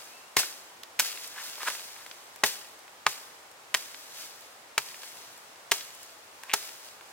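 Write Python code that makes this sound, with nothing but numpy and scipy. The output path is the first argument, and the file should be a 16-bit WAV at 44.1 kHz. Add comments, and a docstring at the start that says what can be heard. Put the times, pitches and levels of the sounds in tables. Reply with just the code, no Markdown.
"""Bare rock at the edge of a pine wood; a stereo pair close to a chopping block, the work just to the left.
Light wind runs throughout. Leaves stir and a faint whistle rises, then eight hatchet blows fall on a leafy
branch: each bites, splits the wood, tears fibres and sets the leaves shivering. Between blows twigs snap,
leaves and small twigs tick and bark is dragged over the block; just before the last blow the cut creaks.
Rock and bushes give a short tail, the edge of the wood a faint later one."""
import sys
import numpy as np
from scipy import signal
from scipy.fft import rfft, irfft, next_fast_len
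from scipy.io import wavfile
from scipy.ndimage import uniform_filter1d, map_coordinates

SR = 44100
rng = np.random.default_rng(int(sys.argv[2]) if len(sys.argv) > 2 else 0)


def dump_mix(stems):
    """Bounce the given channels to the path in sys.argv[1] as a 16-bit WAV at rate SR."""
    frames = np.atleast_2d(stems).T  # one column per channel
    limited = np.clip(frames, -1, 1)  # hard clip at full scale
    pcm = np.round(limited * 32767).astype(np.int16)
    wavfile.write(sys.argv[1], SR, pcm)


N = 314405

# hatchet blows: start_s, split_lag_s, bite_db (against the split), bite_hz, tear_s, low_ring_hz,
# high_ring_hz, strength_db, thud_db, bright_db_per_octave, jolt_db
BLOWS = [(0.3653, 0.0031, -16, 3000, 0.0038, 1080, 2090, -1.9, 8.5, 1.6, -28),
         (0.9919, 0.004, -8.5, 2500, 0.0094, 1550, 2430, -4, -1.5, 3.5, -37.5),
         (2.4355, 0.0024, -6.5, 1200, 0.0053, 940, 1980, 3, 5.5, -1.8, -32),
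         (3.0638, 0.0023, -14, 3000, 0.0014, 1020, 1250, 5, -6.5, -4, -42),
         (3.7425, 0.0047, -1, 6200, 0.00049, 1980, 3120, 0, -5, -0.45, -43),
         (4.7782, 0.0015, -14, 2510, 0.0043, 1460, 2400, 0, -3, -1.1, -48),
         (5.7134, 0.004, -8, 5100, 0.0051, 1980, 2980, -1, 2.5, 1.2, -39),
         (6.534, 0.0031, -10, 2500, 0.005, 860, 1340, -1.6, 3.5, 1.5, -42.5)]
# left-right likeness of sound arriving from all around: frequency_hz, likeness
DIFFUSE_LIKENESS = [(150, 0.97), (400, 0.75), (800, 0.31), (1500, 0), (10000, 0.023)]


def amp(db):
    """Decibels to gain."""
    return 10 ** (np.asarray(db) / 20)


def unit(x):
    """Scale to rms 1."""
    return x / np.sqrt(np.mean(x ** 2) + 1e-20)


def along(points, hz):
    """Read (frequency_hz, value) points on a log frequency axis."""
    f, values = np.transpose(points)
    return np.interp(np.log(hz + 1), np.log(f + 1), values)


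def wobble(rate):
    """A smooth random curve, rate knots a second."""
    return map_coordinates(rng.standard_normal(int(N * rate / SR) + 4), [np.arange(N) * rate / SR])


def dying(t, t60):
    """An envelope that starts at t = 0 and falls 60 dB in t60 seconds."""
    return (t >= 0) * np.exp(-np.log(1000) * np.abs(t) / t60)


def swells(rows):
    """Gain of exponential swells (peak_s, level_db, rise_s, fall_s); their powers add."""
    t, power = np.arange(N) / SR, np.zeros(N)
    for peak_s, db, rise_s, fall_s in rows:
        power += amp(db) ** 2 * np.exp(-2 * np.maximum((peak_s - t) / rise_s, (t - peak_s) / fall_s))
    return np.sqrt(power)


def add(track, start_s, sound):
    """Mix a sound into a track."""
    part = track[..., max(round(start_s * SR), 0):][..., :sound.shape[-1]]
    part += sound[..., :part.shape[-1]]


def filtered(x, response):
    """Filter x by a complex response of frequency."""
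    n = x.shape[-1]
    padded = next_fast_len(n + SR // 4, True)
    return irfft(rfft(x, padded) * response(np.fft.rfftfreq(padded, 1 / SR)), padded)[..., :n]


def resonance(f, hz, width):
    """A causal resonance of peak gain 1."""
    return 1j * f * width / (hz * hz - f * f + 1j * f * width)


def coloured(burst, points):
    """Give a short burst a (frequency_hz, level_db) spectrum, keeping its fine ripple."""
    n = burst.shape[-1]
    spectrum = rfft(burst)
    power = uniform_filter1d(np.mean(np.abs(spectrum) ** 2, 0), size=35)
    gain = amp(along(points, np.fft.rfftfreq(n, 1 / SR))) / np.sqrt(np.abs(power) + 1e-12)
    cepstrum = irfft(np.log(gain))
    cepstrum[1:n // 2] *= 2  # minimum phase keeps the attack sharp
    cepstrum[n // 2 + 1:] = 0
    return irfft(spectrum * np.exp(rfft(cepstrum)))


def stereo(pair, likeness):
    """Blend two unrelated signals into left and right by (frequency_hz, likeness) points."""
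    turn = lambda f: np.arccos(np.clip(along(likeness, f), -1, 1)) / 2
    mid, side = filtered(pair, lambda f: np.array([np.cos(turn(f)), np.sin(turn(f))]))
    return np.array([mid + side, mid - side])


def from_left(x, lead):
    """Sound from the left reaches the left microphone first."""
    return filtered(x, lambda f: np.exp(.5j * np.outer([1, -1], along(lead, f))))


def crackle(size, spread_db):
    """Two trains of tiny fractures: noise whose strength jumps every 16 samples."""
    strength = np.repeat(rng.standard_normal(size // 16 + 1), 16)[:size]
    return unit(rng.standard_normal((2, size)) * amp(spread_db * strength))


def wind():
    """Steady light wind in the pines, all around the microphones."""
    spectrum = [(30, -36), (50, -20.5), (100, -10.5), (170, -13.5), (280, -7.5), (460, -2), (810, 2),
                (1480, -1), (2680, -5.5), (4650, -8.5), (7750, -10), (12530, -17.5)]  # rush of air: frequency_hz, level_db
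    noise = stereo(rng.standard_normal((2, N)), DIFFUSE_LIKENESS)
    rush = filtered(noise, lambda f: amp(along(spectrum, f)))
    return amp(-51 + 0.092 * wobble(2.3) + 0.38 * wobble(7.5)) * unit(rush)


def shaking(rise_s=0.03, rise_db=8, settle_db_per_s=59, air_drag_db=-46.5):
    """Level of the foliage: it sways, and after each blow the leaf hiss swells briefly, then dies away."""
    sways = [(0.0, -53.5, .05, 0.19), (1.06, -40.5, 0.02, 0.072), (1.25, -47, 0.1, 0.058),
             (1.45, -45.5, 0.11, 0.17), (1.69, -41.5, 0.081, 0.13), (1.92, -54.5, 0.3, 0.36),
             (3.99, -54, 0.13, 0.14), (4.21, -46.5, 0.086, 0.098), (4.42, -59.5, .07, 0.14),
             (4.87, -51.5, 0.033, 0.14), (5.05, -51, .07, 0.19), (5.19, -57.5, 0.088, 0.27),
             (6.02, -56.5, 0.096, 0.19), (6.66, -50.5, 0.13, 0.13), (6.86, -54.5, 0.061, 0.079),
             (7.11, -63, 0.079, .1)]  # the branch sways or is turned: peak_s, level_db, rise_s, fall_s
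    shake = swells(sways)
    for start_s, *_, jolt_db in BLOWS:
        t = np.arange(N) / SR - start_s
        rise = (t >= 0) * amp(rise_db * (np.clip(t / rise_s, 0, 1) - 1))
        settle = amp(-settle_db_per_s * np.maximum(t - rise_s, 0))
        braking = 1 + amp(jolt_db - air_drag_db) * (1 - settle)  # air brakes a hard jolt fastest
        shake = np.hypot(shake, amp(jolt_db) * rise * settle / braking)
    return shake


def leaves(shake):
    """Countless leaf contacts merge into a bright, grainy hiss, left of the block."""
    spectrum = [(170, -24), (420, -8), (850, -9), (1700, -3), (3100, 0), (4900, 2.5), (7350, 0),
                (10820, -4.5), (14290, -7.5)]  # leaf hiss: frequency_hz, level_db
    likeness = [(400, 1), (1500, 0.98), (4000, 0.78), (9000, 0.29), (15000, 0.34)]  # between the microphones: frequency_hz, likeness
    balance = [(300, 1), (1200, 2), (5000, -0.2), (9000, 1), (14000, 8)]  # left over right: frequency_hz, balance_db
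    lead = [(300, .05), (1400, 0.23), (2100, 0.84), (2800, 1.64), (4100, 2.4), (5500, 3.7), (7600, 4.26),
            (12400, 7.1)]  # left ahead of right: frequency_hz, lead_rad
    contacts = stereo(crackle(N, spread_db=2) * amp(0.59 * wobble(120)), likeness)
    hiss = filtered(contacts, lambda f: amp(along(spectrum, f) + np.outer([.5, -.5], along(balance, f))))
    return amp(7) * shake * unit(from_left(hiss, lead))


def twig_rattle(shake, rate_per_s=24, tick_db=-23.5):
    """Thin twigs knock together softly, more often and harder the more the branch is shaken."""
    spectrum = [(200, -24), (700, -12), (1500, 6.5), (2600, 6), (5000, 8), (15000, -25)]  # one knock: frequency_hz, level_db
    vigour = np.minimum(shake / amp(-48), 1)
    knocks = rng.random(N) < rate_per_s / SR * vigour ** 2
    ticks = knocks * np.sqrt(vigour) * amp(tick_db + 2.2 * rng.standard_normal(N))
    t = np.arange(1024) / SR
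    ring = coloured(rng.standard_normal((2, len(t))) * dying(t, 0.011), spectrum)[0]
    return signal.fftconvolve(ticks, ring)[:N]


def whistle(peak_s=0.14, pitch_hz=2580, climb_hz_per_s=1400):
    """A faint, thin, wavering whistle rises in pitch."""
    glide = pitch_hz + climb_hz_per_s * (np.arange(N) / SR - peak_s)
    pitch = glide * (1 + .022 * wobble(330))
    swell = swells([(peak_s, -55.5, 0.057, 0.13)])
    return amp(1.5 * wobble(77)) * swell * np.sin(2 * np.pi * np.cumsum(pitch) / SR)


def chop_colour(strength_db, thud_db, bright_db_per_octave, thud_below_hz=654, bright_above_hz=1720):
    """The spectrum of one blow: a well-backed one thuds, a clean split is bright."""
    spectrum = [(30, -29), (75, -8), (160, -0.5), (420, 4.5), (950, 12), (1900, 16.3), (3600, 13.5),
                (6700, 13), (12000, 5.5)]  # splitting wood: frequency_hz, level_db
    hz, db = np.transpose(spectrum)
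    thud = thud_db / (1 + (hz / thud_below_hz) ** 6)
    tilt = bright_db_per_octave * np.log2(np.maximum(hz / bright_above_hz, 1))
    return np.transpose([hz, db + strength_db + thud + tilt])


def chops(wedge_db=-15.5, direct_db=-2.14, ring_db=-2, ring_q=7.2):
    """The edge bites and wedges in, wood splits, fibres tear and brake the blade; branch and block ring."""
    block_modes = [(130, 21, 0.5), (413, 34, 4.5), (653, 70, -5), (882, 106, -3.5)]  # chopping block: pitch_hz, width_hz, level_db
    out, t = np.zeros((2, N)), np.arange(4096) / SR
    # the two microphones hear the finest splinters differently
    likeness = [(1500, 1), (3000, 0.92), (6000, 1), (14000, 0.35)]
    fibres = lambda: stereo(crackle(len(t), spread_db=-0.5), likeness)
    for start_s, lag_s, bite_db, bite_hz, tear_s, low_hz, high_hz, *colour, _ in BLOWS:
        bite = amp(bite_db) * fibres() * (dying(t, 0.0062) + 0.24 * dying(t, .02))
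        bite = filtered(bite, lambda f: .3 + 0.82 * resonance(f, bite_hz, bite_hz / 2))
        wedge = amp(wedge_db) * (t < lag_s) * t / lag_s
        split = dying(t - lag_s, 0.0095)
        tearing = 0.22 * (t > lag_s) * dying(np.maximum(t - lag_s - tear_s, 0), 0.027)
        burst = bite + fibres() * (wedge + np.hypot(split, tearing))
        burst += 0.07 * np.roll(burst, round(.0031 * SR), axis=1)  # bounce off the bare rock
        blow = coloured(burst, chop_colour(*colour))
        branch = lambda f: sum(resonance(f, hz, hz / ring_q) for hz in (low_hz, high_hz))
        add(out, start_s, filtered(blow, lambda f: amp(direct_db) + amp(ring_db) * branch(f)))
    block = filtered(out, lambda f: sum(amp(db) * resonance(f, hz, width) for hz, width, db in block_modes))
    return amp(-.5) * out + amp(3.5) * block


def echoes(x, near_db=-19, near_t60_s=0.076, far_db=-27, far_t60_s=0.96):
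    """Rock and bushes scatter a short tail; the edge of the wood returns a faint one later."""
    t = np.arange(SR) / SR
    diffuse = lambda: stereo(rng.standard_normal((2, SR)), DIFFUSE_LIKENESS)
    tail = lambda envelope: unit(diffuse() * envelope) / np.sqrt(SR)
    near = amp(near_db) * tail(dying(t - .006, near_t60_s))
    far = amp(far_db) * tail(dying(t, far_t60_s) * np.minimum(t / 0.1, 1) ** 2)
    spectrum = [(100, 2.2), (500, 7.3), (2500, 0.39), (10000, 4.7)]
    response = filtered(near + far, lambda f: amp(along(spectrum, f)))
    return signal.fftconvolve(x, response, axes=1)[:, :N]


def twig_snaps():
    """Each breaking twig gives a brief woody tick with a bright edge."""
    snaps = [(0.432, -16, 1470, -10), (0.834, -25, 3540, -5), (1.174, -23.5, 2600, -26),
             (1.58, -25.5, 1000, -17), (1.608, -25, 991, -16), (1.631, -15, 1170, -10),
             (1.664, -32, 1050, -17), (1.671, -19.5, 1010, -11), (1.684, -10, 1310, -13),
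             (1.702, -18, 1960, -10), (1.75, -22.5, 2020, -20), (1.963, -29, 1770, -22),
             (2.063, -25, 1720, -10), (2.113, -25.5, 3100, -28), (2.36, -32.5, 1510, 0.5),
             (2.879, -33.5, 1945, -18), (3.945, -25, 2570, -17), (4.944, -26.5, 2240, -27),
             (5.033, -25, 1550, -13), (5.809, -24, 3420, -22), (6.435, -24, 1550, -5.5),
             (6.691, -30, 2600, -17), (7.01, -30, 1780, -14)]  # twigs and bark cracking: start_s, relative_db, pitch_hz, treble_db
    out, t = np.zeros((2, N)), np.arange(2048) / SR
    for start_s, db, hz, treble_db in snaps:
        burst = stereo(rng.standard_normal((2, len(t))), [(1500, 0.99), (10000, 0.24)]) * dying(t, 0.016)
        body = [(100, -32), (hz / 2, -7), (hz, 0), (hz * 2.07, -8)]
        edge = [(7000, treble_db - 5), (15000, treble_db - 8)]
        add(out, start_s, amp(db + 19) * coloured(burst, body + edge))
    return out


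def foliage_ticks():
    """Now and then leaves and small twigs give a thin, high tick."""
    ticks = [(1.275, -23), (2.790, -35), (3.514, -34), (3.913, -44), (4.408, -31), (5.377, -32),
             (5.949, -29), (6.031, -27)]  # ticks of leaves and small twigs: start_s, relative_db
    spectrum = [(300, -25), (3000, -14), (10000, -5), (14500, -9)]
    out, t = np.zeros((2, N)), np.arange(1024) / SR
    for start_s, db in ticks:
        burst = rng.standard_normal((2, len(t))) * dying(t, 0.027)
        add(out, start_s, amp(db + 16) * coloured(burst, spectrum))
    return out


def bark_drag():
    """Rough bark catches and scrapes over the block while the branch is shifted."""
    strokes = [(1.385, -40, 0.029, 0.04), (1.618, -37.5, 0.015, .016), (1.674, -30, 0.011, 0.022),
               (2.0, -46, 0.022, 0.025), (6.495, -44.5, 0.023, 0.017)]  # pulls over the block: peak_s, level_db, rise_s, fall_s
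    modes = [(1020, 220, -1), (1630, 350, 1.5), (2600, 1900, -7.5)]  # the rubbed branch: pitch_hz, width_hz, level_db
    catches = stereo(crackle(N, spread_db=0.5) * amp(2.4 * wobble(150)), [(1000, 1), (6000, 1)])
    body = lambda f: sum((-1) ** k * amp(db) * resonance(f, hz, width)
                         for k, (hz, width, db) in enumerate(modes))
    return swells(strokes) * unit(filtered(catches, body))


def creak(slip_gap_s=0.0053, fade_db=14, scatter_db=1.8):
    """The half-cut branch sticks and slips as it is bent; a little rasp follows each slip."""
    bends = [(6.4964, 0.012, -20), (6.515, 0.012, -20.5)]  # the cut gives: start_s, length_s, relative_db
    slips, t = np.zeros(N), np.arange(1024) / SR
    for start_s, length_s, db in bends:
        for since_s in np.arange(0, length_s, slip_gap_s):
            slip_db = db - fade_db * (since_s / length_s) ** 2 + scatter_db * rng.standard_normal()
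            rasp = .036 * rng.standard_normal(len(t)) * dying(t, .045)
            add(slips, start_s + since_s, amp(slip_db + 26.5) * ((t == 0) + rasp))
    body = lambda f: resonance(f, 1950, 1000) * resonance(f, 2400, 1900) * resonance(f, 2850, 1300)
    return filtered(slips, body)


def scene():
    """From the microphones the wood sounds just left of centre, the foliage further left."""
    wood_lead = [(200, .02), (1400, 0.27), (2100, 0.13), (4100, 1.24), (7600, 1.64), (12400, 2.6)]  # left ahead of right: frequency_hz, lead_rad
    shake = shaking()
    wood = from_left(chops() + twig_snaps() + creak() + bark_drag() + twig_rattle(shake), wood_lead)
    return wood + echoes(wood) + leaves(shake) + foliage_ticks() + whistle() + wind()


def record(dry):
    """The camera rounds off the highest peaks and keeps nothing above its band limit."""
    ceiling, top_hz = 0.8, 15900
    rounded = dry / (1 + (dry / ceiling) ** 4) ** (1 / 4)
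    return filtered(rounded, lambda f: 1 / np.sqrt(1 + (f / top_hz) ** 160))


dry = scene()
out = record(dry)
dump_mix(out)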